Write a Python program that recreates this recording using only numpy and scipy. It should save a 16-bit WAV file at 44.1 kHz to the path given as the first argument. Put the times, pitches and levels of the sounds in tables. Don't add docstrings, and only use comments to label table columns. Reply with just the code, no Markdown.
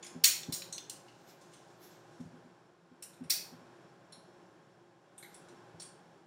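import sys
import numpy as np
from scipy import signal
from scipy.fft import rfft, irfft
from scipy.io import wavfile

SR = 44100
rng = np.random.default_rng(int(sys.argv[2]) if len(sys.argv) > 2 else 0)


def waveform_to_disk(signal):
    frames = np.transpose(np.atleast_2d(signal))
    scaled = np.clip(frames, -1, 1) * 32767
    samples = np.round(scaled).astype(np.int16)
    wavfile.write(sys.argv[1], SR, samples)


N = 276066
T = np.arange(N) / SR

# time_s, level_db
BACKGROUND_SWELL = [(0.0, -61), (0.71, -61), (1.18, -63.5), (2.09, -62.5), (2.41, -63.5), (2.79, -69),
                    (3.07, -66.5), (3.42, -61.5), (3.75, -61.5), (3.99, -64.5), (4.39, -63.5),
                    (4.97, -68.5), (5.21, -65.5), (5.46, -60.5), (6.14, -64), (6.26, -67)]
# frequency_hz, relative_density_db (per Hz)
HISS_SPECTRUM = [(75, -36), (100, -20), (125, -5.5), (176, -0.5), (215, -7.5), (271, -7), (347, 0),
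                 (462, -6.5), (823, -6.5), (1170, -13.5), (1600, -11), (1950, -19.5), (5700, -28),
                 (9740, -36.5), (14400, -51)]
# centre_hz, width_hz, level_db (relative to the swell)
FRIDGE_MODES = [(118, 4, -11.5), (169, 26, -8.5), (350.2, 3.9, -6), (549.7, 3.9, -10.5), (807, 6.3, -11),
                (1061, 40, -10.5), (1435.4, 37, -20), (3280, 25, -25), (5460, 27, -22), (7200, 200, -24.5)]
# centre_hz, width_hz, t60_s
KITCHEN_DECAY = [(1190, 270, 0.21), (1980, 1600, 0.44), (3970, 1900, 0.4), (6230, 3000, 0.4),
                 (8700, 5500, 0.3), (11540, 2600, 0.38), (15000, 2300, 0.26)]
# time_s, level_db, deep_lift_db, damping_factor (multiplies the decay rate)
STAND_THUDS = [(0.151, -48.5, 3, 0.75), (0.486, -41.5, 9, 6.6), (0.526, -50, 7, 4.6), (2.199, -46, 2.5, 1),
               (2.25, -57.5, 14, 1.05), (2.329, -57.5, 0, 0.85), (2.448, -61, -4.5, 0.69),
               (2.912, -60, -0.5, 1), (3.208, -45, -2.5, 1.06), (3.25, -68.5, 20.5, 3.1),
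               (3.524, -57, 2.5, 0.9), (3.61, -64.5, 1.5, 0.31), (4.168, -68, -14, 0.7),
               (5.518, -65, -9, 0.98), (5.739, -75, 25, 0.69)]
# frequency_hz, level_db, t60_s (at damping 1), lift_share (of deep_lift_db)
STAND_MODES = [(62, -39.5, .12, .8), (105, -11, 0.1, 1.2), (166.5, 0, 0.22, .9), (250.5, 8.5, 0.1094, 0),
               (380, -7.5, 0.066, .3)]
# peak_s, level_db, top_relative_db, swell_s, fade_s
COMB_STROKES = [(0.95, -76.5, -19, .01, 0.045), (1.07, -82, -30, .08, .12),
                (1.29, -73.5, -3.5, 0.083, 0.047), (1.19, -85.5, -14, .1, .1),
                (1.414, -79.5, -19, 0.055, 0.13), (1.538, -80, -19, .1, 0.29), (1.7, -89, -15, .08, .08),
                (1.83, -72.5, 2.5, 0.05, 0.053), (1.92, -79, -10, .1, 0.14),
                (2.126, -85.5, -40, 0.13, 0.34), (5.342, -79, -11, .15, .08), (5.492, -82, -24, .02, .06)]
# time_s, nominal_peak_db, body_db, edge_db, air_db (colours relative to
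# 5.5 kHz), tooth_1_hz, tooth_2_hz, tooth_3_hz, ring_db, crack_db, echo_lag_ms, echo_share (capped at 0.9)
TOOTH_SNAPS = [(0.026, -48, 1.5, 1.5, -39, 7130, 3460, 5000, 1.5, 5, 0.33, 0.22),
               (0.0447, -52, 8, 11, -11, 6800, 2530, 13100, -3, 9, 0.37, 0.3),
               (0.0655, -52, -3, 4.5, -14, 5337, 6350, 10000, -1.5, 13, 0.34, 0.33),
               (0.2384, -19, -2, -1, 15.5, 5600, 6800, 14700, -8.5, 12, 0.47, 0.23),
               (0.2416, -17, -5, -0.5, 4.5, 4520, 14400, 8700, -7.5, 13, 0.45, 0.086),
               (0.2538, -22.5, -19.5, 2.5, -4.5, 7000, 9430, 5980, -7, 9.5, 0.43, 0.12),
               (0.4316, -49, -15, -26, -17, 3600, 4400, 8000, -3.5, 15.8, 0.24, 0.11),
               (0.5233, -32, -14, 0, 6.5, 5600, 4220, 9400, -6, 6.8, .47, 0.3),
               (0.5376, -33.5, -20, -5.5, -3, 5700, 7200, 14500, -18, 4.6, 0.6, .13),
               (0.6198, -47, 3.5, -12, -18, 4210, 7140, 5670, -5, 15.5, 0.44, 0.29),
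               (0.725, -40, -29, -1, -15, 4220, 6650, 7060, -3, 9.4, .48, 1),
               (0.78, -48, -8, -15, -11, 3610, 6400, 8200, -0.5, 19.7, 0.44, 0.11),
               (0.8971, -42.5, -6.5, 6, -5, 9160, 6680, 13300, -5, 14.6, 0.38, 0.15),
               (1.0833, -57.5, 9, -16, -25, 3100, 5440, 4300, -16, 11, 0.34, .27),
               (1.5346, -57, 2, 5, -14, 8940, 6440, 10550, -9.5, 8.3, 0.35, .33),
               (3.024, -45.5, 3.5, 16.5, 4, 8800, 5830, 2800, -4.5, 10, .73, 0.35),
               (3.0358, -52, -16, 15.5, -6, 7600, 11900, 10100, -13.5, 14, 0.7, .4),
               (3.1327, -64, 19, 7, -24, 8800, 7340, 11650, -1, 6.2, 0.76, .4),
               (3.2381, -63, 8, 2, -18, 9440, 5700, 10810, 0, 9.3, 0.39, .25),
               (3.2977, -26, 5.5, 14, 14, 2560, 12400, 14500, -12, 1, 0.96, 0.48),
               (3.3025, -22, -12.5, -10, 0.5, 5680, 14620, 12350, -17, 4.6, 0.86, 0.1),
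               (4.122, -55, -17.5, 7.5, -18.5, 4210, 5510, 10680, 4, 8.4, 0.48, 0.18),
               (5.1785, -49, 3, 30, -22, 8750, 11740, 3660, -4, 3.6, .34, .22),
               (5.225, -52.5, 4, -2.5, -6, 2166, 11750, 4200, 3.5, 4, .86, 0.1),
               (5.343, -55.5, 8, 22, -9, 10000, 8660, 5670, -2, 9, .52, 0.23),
               (5.485, -62, 0.5, 7, -28, 7620, 9070, 10000, -15.5, 9, .52, 0.23),
               (5.7972, -49.5, -25, -12.5, -10, 9090, 4580, 5940, 4.5, 3.5, .45, 0.24),
               (5.819, -46.5, -11, 21, -18, 9000, 4580, 3400, -3, 4.2, .57, .19)]
SNAP_COLOUR_HZ = [800, 1400, 2500, 5500, 9600, 12000, 14500]
# centre_hz, width_hz, lift_db
COMB_MODES = [(1900, 290, 4), (3500, 170, 1), (4160, 650, 5), (5840, 190, 4), (6000, 300, 2.5),
              (7050, 550, 4.5), (7430, 350, 4.5), (8150, 270, 5.5), (9300, 650, 6.5), (10240, 500, 4.5),
              (11250, 610, -6), (13200, 2100, 2), (12800, 610, -0.5), (14910, 660, 9)]
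# level_db (before levelling by decay length), t60_s
TOOTH_DECAY = [(1.5, .012), (-4.5, 0.0099), (-8, .005)]

PUSH_S = 0.019
STROKE_SPAN_DB = 20
BASS_DB, LOW_DB = -44, -14
EDGE_REACH = 0.6
CRACK_MS = 2.9
TOP_HZ = 15750


def undb(db):
    return 10 ** (np.asarray(db) / 20)


def unit(x):
    return x / np.sqrt(np.mean(x ** 2))


def band(x, hz, width_hz, order=2):
    edges = [max(hz - width_hz / 2, 10), min(hz + width_hz / 2, 0.48 * SR)]
    return signal.sosfilt(signal.butter(order, edges, "band", fs=SR, output="sos"), x)


def add(out, s, x):
    i = int(s * SR)
    out[i:i + len(x)] += x[:N - i]


def background(hiss_db=3, rumble_db=-27.5):
    hz, density_db = np.transpose(HISS_SPECTRUM)
    f = np.maximum(np.fft.rfftfreq(N, 1 / SR), 1)
    colour = undb(np.interp(np.log(f), np.log(hz), density_db))
    hiss = unit(irfft(rfft(rng.standard_normal(N)) * colour, N))
    hiss += undb(rumble_db) * unit(band(rng.standard_normal(N), 55, 42))
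    hum = np.zeros(N)
    for centre_hz, width_hz, level_db in FRIDGE_MODES:
        hum += undb(level_db) * unit(band(rng.standard_normal(N), centre_hz, width_hz, order=1))
    swell = undb(np.interp(T, *np.transpose(BACKGROUND_SWELL)))
    return (undb(hiss_db) * hiss + hum) * swell


def kitchen(x, wet_db=-19, early_db=4, early_s=0.0073):
    t = np.arange(SR // 2) / SR
    tail = np.zeros(len(t))
    for hz, width_hz, t60_s in KITCHEN_DECAY:
        tail += band(rng.standard_normal(len(t)), hz, width_hz) * 1000. ** (-t / t60_s)
    tail *= undb(wet_db + early_db * np.exp(-t / early_s)) * np.clip(t / 0.0036, 0, 1)
    tail *= np.exp(-(t / 0.39) ** 4)
    return signal.fftconvolve(x, tail)[:N]


def thuds(knock_db=-9, knock_follows=0.87):
    out, t = np.zeros(N), np.arange(SR // 2) / SR
    push = np.minimum(t / PUSH_S, 1) ** 2
    since_push = np.maximum(t - PUSH_S, 0)
    hz, mode_db, t60_s, lift_share = np.transpose(STAND_MODES)[..., None]
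    for s, level_db, deep_db, damping in STAND_THUDS:
        detune = 1 + 0.011 * rng.standard_normal(hz.shape)
        modes = undb(mode_db + lift_share * deep_db) * np.sin(2 * np.pi * hz * detune * t)
        body = np.sum(modes * 1000. ** (-damping * since_push / t60_s), axis=0)
        knock = unit(band(rng.standard_normal(len(t)), 360, 330)) * np.exp(-t / 0.025)
        knock *= undb(knock_db + knock_follows * deep_db)
        add(out, s - PUSH_S / 2, undb(level_db) * push * (body + knock))
    return out


def scratch(slips_per_s=2500, scatter_db=3):
    slip, sign, size = rng.random((N, 3)).T
    ticks = (slip < slips_per_s / SR) * np.sign(sign - 0.5)
    ticks = ticks * undb(-scatter_db * np.log(1 - size))
    mid, top = unit(band(ticks, 5000, 6800)), unit(band(ticks, 12000, 5110))
    out = np.zeros(N)
    for s, level_db, top_db, swell_s, fade_s in COMB_STROKES:
        away = np.where(T < s, (s - T) / swell_s, (T - s) / fade_s)
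        out += undb(level_db - STROKE_SPAN_DB * away) * (mid + undb(top_db) * top)
    return out


def snaps(crest_db=20, ragged_db=4.0, ragged_hz=350):
    direct, spread, t = np.zeros(N), np.zeros(N), np.arange(2048) / SR
    f, lead_s = np.fft.rfftfreq(len(t), 1 / SR), 0.002
    lift_db = sum(db / (1 + (2 * (f - hz) / width) ** 2) for hz, width, db in COMB_MODES)
    comb = undb(lift_db) * np.exp(-2j * np.pi * f * lead_s)
    since = np.maximum(t - lead_s, 0)
    fading = np.array([undb(db) * 1000. ** (-since / t60) / np.sqrt(t60) for db, t60 in TOOTH_DECAY])
    for s, peak_db, body_db, edge_db, air_db, *teeth_hz, ring_db, crack_db, lag_ms, share in TOOTH_SNAPS:
        reach_db = air_db + EDGE_REACH * (edge_db - air_db)
        colour_db = [body_db + BASS_DB, body_db + LOW_DB, body_db, 0, edge_db, reach_db, air_db]
        per_hz_db = colour_db - 10 * np.log10(SNAP_COLOUR_HZ)
        ragged = ragged_db * np.interp(f / ragged_hz, np.arange(128), rng.standard_normal(128))
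        colour = undb(np.interp(f, SNAP_COLOUR_HZ, per_hz_db) + ragged)
        echo = 1 + np.clip(share, 0, 0.9) * np.exp(-2j * np.pi * f * lag_ms / 1000)
        ring = np.sum(np.sin(2 * np.pi * np.outer(teeth_hz, since)) * fading, axis=0)
        snap = unit(irfft(comb * echo * colour)) + undb(ring_db) * unit(ring)
        burst = rng.standard_normal(len(t)) * t * np.exp(-t * 2000 / CRACK_MS)
        crack = unit(signal.fftconvolve(snap, burst)[:len(t)])
        add(spread, s - lead_s, undb(peak_db - crest_db) * snap)
        add(direct, s - lead_s, undb(peak_db - crest_db + crack_db) * crack)
    return band(direct, 7700, 10000, order=1), spread


def scene():
    direct, spread = snaps()
    comb = scratch()
    return (direct + comb + kitchen(spread + comb) + thuds() + background())[None]


def record(dry):
    dry = signal.sosfilt(signal.butter(3, 55, "high", fs=SR, output="sos"), dry)
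    return signal.sosfilt(signal.ellip(8, 0.2, 60, TOP_HZ, fs=SR, output="sos"), dry)


dry = scene()
out = record(dry)
waveform_to_disk(out)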